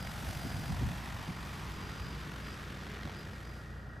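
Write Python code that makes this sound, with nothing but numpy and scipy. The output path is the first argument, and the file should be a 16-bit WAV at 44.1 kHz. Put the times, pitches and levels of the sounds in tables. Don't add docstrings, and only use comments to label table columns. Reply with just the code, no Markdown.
import sys
import numpy as np
from scipy import signal
from scipy.fft import rfft, irfft
from scipy.io import wavfile

SR = 44100
rng = np.random.default_rng(int(sys.argv[2]) if len(sys.argv) > 2 else 0)


def waveform_to_disk(signal):
    frames = np.transpose(np.atleast_2d(signal))
    scaled = np.clip(frames, -1, 1) * 32767
    samples = np.round(scaled).astype(np.int16)
    wavfile.write(sys.argv[1], SR, samples)


N = 176400


def undb(db):
    return 10 ** (np.asarray(db) / 20)


def curve(rows, column=1):
    rows = np.array(rows)
    return np.interp(np.arange(N) / SR, rows[:, 0], rows[:, column])


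def gains(points, hz):
    points = np.array(points)
    return undb(np.interp(np.log(hz + 1e-6), np.log(points[:, 0]), points[:, 1]))


def bins():
    return np.arange(N // 2 + 1) * SR / N


def colour(x, gain, band=None):
    inside = 1 if band is None else (bins() > band[0]) & (bins() < band[1])
    return irfft(rfft(x) * gain / np.sqrt(np.mean(gain ** 2 * inside)), N)


def drift(hz):
    return colour(rng.standard_normal(N), np.exp(-(bins() / hz) ** 2))


def stereo_noise(side_gain):
    mid, side = rng.standard_normal((2, N))
    return mid + irfft(rfft(side) * side_gain, N) * np.array([[1], [-1]])


def bursts(cycles, width):
    power = np.exp((np.cos(2 * np.pi * cycles) - 1) / (2 * np.pi * width) ** 2)
    return power / power.mean()


def pulsed(x, power, share):
    share = np.clip(share, 0, 1)
    return x * np.sqrt(1 - share + share * power / power.mean())


def blade_passes():
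    # a rotor's blade-pass rate in Hz, relative level in dB.
    blade_rates = [(48.2, -1), (46.2, -1), (44.6, -1.5), (42.9, -2)]
    # frequency in Hz, relative harmonic level in dB.
    throb_eq = [(40, -6), (90, 3.5), (140, 1.5), (190, 6), (280, -5.5), (450, -6)]
    # time in seconds, gain in dB above edge_hz.
    throb_edge = [(0, -6), (1.2, 0), (2, 5.5), (3, 2.5), (3.6, 2)]
    edge, edge_hz = undb(curve(throb_edge)), 260
    wander, scatter_db, flutter_db = .028, 2, 3
    swish = throb = 0
    for hz, db in blade_rates:
        cycles = np.cumsum(hz * (1 + wander * drift(1.927))) / SR + rng.random()
        swish += undb(db + scatter_db * drift(33)) ** 2 * bursts(cycles, width=.076)
        load = undb(db + flutter_db * drift(5.4))
        for k in range(1, 11):
            level = load * gains(throb_eq, k * hz) * (edge if k * hz > edge_hz else 1)
            throb += level * np.sin(2 * np.pi * (k * cycles + rng.random()))
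    return swish, throb / throb.std()


def ground_echo(direct):
    # time in seconds, lag in milliseconds.
    lag_ms = [(0, 1.4), (.8, 1.155), (1.5, 0.93), (2.5, 0.62), (4, 0.37)]
    reflection, cutoff_hz = .48, 1380
    dulled = irfft(rfft(direct) / (1 + (bins() / cutoff_hz) ** 4), N)
    delayed = np.arange(N) - curve(lag_ms) * SR / 1000
    return reflection * np.array([np.interp(delayed, np.arange(N), channel) for channel in dulled])


def rotors():
    # time in seconds, body gain in dB, hiss gain in dB.
    flight = [(0.0, -53.5, -64), (0.04, -53, -65), (0.29, -52, -60.5), (1.2, -52.5, -67), (1.38, -54, -69),
              (1.47, -52.5, -65.5), (1.88, -53.5, -69.5), (2.6, -54, -70), (3.06, -55, -72),
              (3.6, -61.5, -74.5), (3.81, -66, -81.5), (4.0, -68, -83)]
    # time in seconds, share of the rush that comes in swishes (0-1).
    chop_share = [(0, 0.47), (2.4, 0.44), (3, 0.7), (3.35, 0.57), (4, 0.27)]
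    # frequency in Hz, relative level in dB.
    rush_eq = [(60, 6.5), (160, -2.5), (330, 7.5), (700, 8.5), (1300, 8.5), (2200, 5), (3500, 1.5),
               (5500, -8.5), (8000, -17.5), (15000, -78)]
    # frequency in Hz, relative level in dB.
    hiss_eq = [(2000, -42), (4500, 4.5), (6000, 8), (7000, 3), (8500, 7.5), (10000, 9.5), (11200, 8.5),
               (13500, 7.5), (15500, 3.5)]
    # frequency in Hz, side minus mid in dB.
    air_width = [(100, -20), (700, -13.5), (1500, -5.5), (2600, -13), (3400, -19), (4200, -65), (7000, -56)]
    rush_trim_db, hiss_trim_db, throb_trim_db = -1.79, 5.5, .8
    swish, throb = blade_passes()
    chop = curve(chop_share)
    air = stereo_noise(gains(air_width, bins()))
    rush = colour(pulsed(air, swish, chop), gains(rush_eq, bins()), band=(2200, 4500))
    hiss = colour(pulsed(air, swish, .81 * chop), gains(hiss_eq, bins()), band=(6000, 15000))
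    throb *= undb(throb_trim_db + 4 * (chop - chop.mean()))
    body = undb(rush_trim_db) * rush + throb
    body += ground_echo(body)
    return body * undb(curve(flight)) + hiss * undb(curve(flight, column=2) + hiss_trim_db)


def gate(start, end, fade_s=.06):
    t = np.arange(N) / SR
    return np.clip(np.minimum(t - start, end - t) / fade_s + .5, 0, 1)


def whistle(hz, jitter_hz=13):
    return np.sqrt(2) * np.sin(2 * np.pi * np.cumsum(hz + jitter_hz * drift(75)) / SR)


def motors():
    # time in seconds, base pitch in Hz.
    pitch = [(0, 4795), (.28, 4885), (.45, 4835), (.68, 4815), (.8, 4765), (1.45, 4765), (1.72, 4850),
             (2.02, 4795), (2.35, 4825), (2.55, 4770), (3.18, 4835), (3.5, 4815), (3.7, 4755)]
    # start and end in seconds, gain in dB.
    spells = [(-.03, 0.11, -54), (0.285, 0.754, -59.5), (.38, 0.713, -62), (1.202, 1.605, -63),
              (1.7, 2.258, -62.5), (1.83, 2.117, -64), (2.45, 2.56, -59), (3.146, 3.24, -57),
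              (3.323, 3.37, -65), (3.446, 3.6, -62.5)]
    # a motor's pitch ratio, relative level in dB, pitch wander in Hz, flutter in dB.
    voices = [(1, -5.8, 6, 1.8), (1.056, -13.5, 16, 3.5)]
    # start and end in seconds, first and last pitch in Hz, level in dB.
    trims = [(2.022, 2.11, 4960, 4800, -62), (2.416, 2.55, 4810, 4915, -65)]
    floor_db = -74.5
    envelope = undb(floor_db) + sum(undb(db) * gate(start, end) for start, end, db in spells)
    pair = glides = 0
    for ratio, db, wander_hz, flutter_db in voices:
        level = undb(db + flutter_db * drift(26))
        pair += level * whistle(ratio * curve(pitch) + wander_hz * drift(8.9))
    for start, end, first_hz, last_hz, db in trims:
        glides += undb(db) * gate(start, end) * whistle(curve([(start, first_hz), (end, last_hz)]))
    return envelope * pair + glides


def generator():
    # multiple of the cycle rate, level in dB.
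    orders = [(2, -49.5), (3, -57), (4, -56.5), (5, -55), (7, -62), (11, -66.5), (14, -71.5)]
    # frequency in Hz, relative level in dB.
    clatter_eq = [(150, 4.5), (350, 4), (600, 10), (950, 4.5), (1400, 9), (1750, 8.5), (1950, 9),
                  (2080, -29), (3000, -12), (6000, -29), (15000, -36)]
    # centre in Hz, width in Hz, boost in dB.
    resonances = [(1411, 22, 7), (1891, 22, 8)]
    # frequency in Hz, side minus mid in dB.
    clatter_width = [(200, -25), (1400, -3), (2200, -7.5), (4000, -27)]
    cycle_hz, jitter, flutter_db, clatter_db = 29.97, .0018, 1.7, -55.5
    cycles = np.cumsum(cycle_hz * (1 + jitter * drift(2))) / SR
    hum = 0
    for k, db in orders:
        level = np.sqrt(2) * undb(db + flutter_db * drift(8))
        hum += level * np.sin(2 * np.pi * (k * cycles + rng.random()))
    casing = gains(clatter_eq, bins())
    for hz, width, db in resonances:
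        casing *= 1 + (undb(db) - 1) / (1 + (2 * (bins() - hz) / width) ** 2)
    noise = stereo_noise(gains(clatter_width, bins()))
    knocks = pulsed(noise, bursts(cycles, width=.13), share=.46)
    return hum + undb(clatter_db) * colour(knocks, casing)


def wind():
    # frequency in Hz, relative level in dB.
    rumble_eq = [(20, -44), (33, -29), (48, 0), (80, 1), (150, 2), (210, -5), (300, -11.5), (500, -25),
                 (1500, -73)]
    # time in seconds, rumble level in dB before the low cut.
    breeze = [(0, -45.5), (.8, -42.5), (1.4, -48.5), (2, -47.5), (3, -55.5), (4, -51)]
    # multiple of its centre frequency, relative level in dB.
    buffet_eq = [(.15, -30), (.4, -2), (1, 2.5), (1.5, -6), (2.2, -15), (4, -43), (10, -76)]
    # peak time and half length in seconds, centre in Hz, level in dB before the low cut.
    buffets = [(.235, .01, 140, -42), (.283, .012, 115, -37), (.37, .012, 120, -41), (.462, .009, 210, -38),
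               (.575, .025, 135, -38.5), (.706, .016, 130, -33.5), (.745, .016, 70, -36.5),
               (.798, .015, 85, -36), (.824, .008, 205, -32), (.856, .015, 88, -30.5),
               (.897, .022, 115, -37), (1.15, .01, 105, -41), (1.2, .008, 120, -41),
               (1.297, .012, 175, -38), (2.05, .025, 155, -44), (3.058, .016, 175, -41.5)]
    side_db, low_cut_hz = -13.5, 39
    t = np.arange(N) / SR
    rumble = undb(curve(breeze)) * colour(stereo_noise(undb(side_db)), gains(rumble_eq, bins()))
    air = stereo_noise(undb(side_db))
    for peak_s, half_s, hz, db in buffets:
        swell = np.exp(-.5 * ((t - peak_s) / half_s) ** 2)
        thump = swell * colour(air, gains(buffet_eq, bins() / hz))
        rumble += undb(db) * thump * np.sqrt(np.mean(swell ** 2) / np.mean(thump ** 2))
    return irfft(rfft(rumble) * (1 - 1 / (1 + (bins() / low_cut_hz) ** 8)), N)


def blade_slap():
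    # frequency in Hz, relative level in dB.
    slap_eq = [(200, -10), (700, 7), (1500, 5.5), (4000, -2), (6000, -11), (9000, -29), (15000, -28)]
    peak_s, half_s, blade_hz = 2.951, .18, 48.1
    peak_db, scatter_db = -53.5, 1.2
    from_peak = np.arange(N) / SR - peak_s
    rasps = rng.standard_normal(N) * np.sqrt(bursts(blade_hz * from_peak, width=.05))
    swell = undb(peak_db + scatter_db * drift(22)) * np.exp(-.5 * (from_peak / half_s) ** 2)
    return swell * colour(rasps, gains(slap_eq, bins()))


def scene():
    return rotors() + blade_slap() + motors() + generator() + wind()


def record(dry):
    # frequency in Hz, cycles by which the left lags the right.
    port_lag = [(8350, 0), (9300, .45), (11100, 1), (12750, 1.5), (15500, 2.5)]
    top_hz = 15650
    lag = np.interp(bins(), *np.array(port_lag).T)
    heard = irfft(rfft(dry) * np.exp(1j * np.pi * lag * np.array([[-1], [1]])), N)
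    return signal.sosfilt(signal.ellip(10, .1, 80, top_hz, fs=SR, output="sos"), heard)


dry = scene()
out = record(dry)
waveform_to_disk(out)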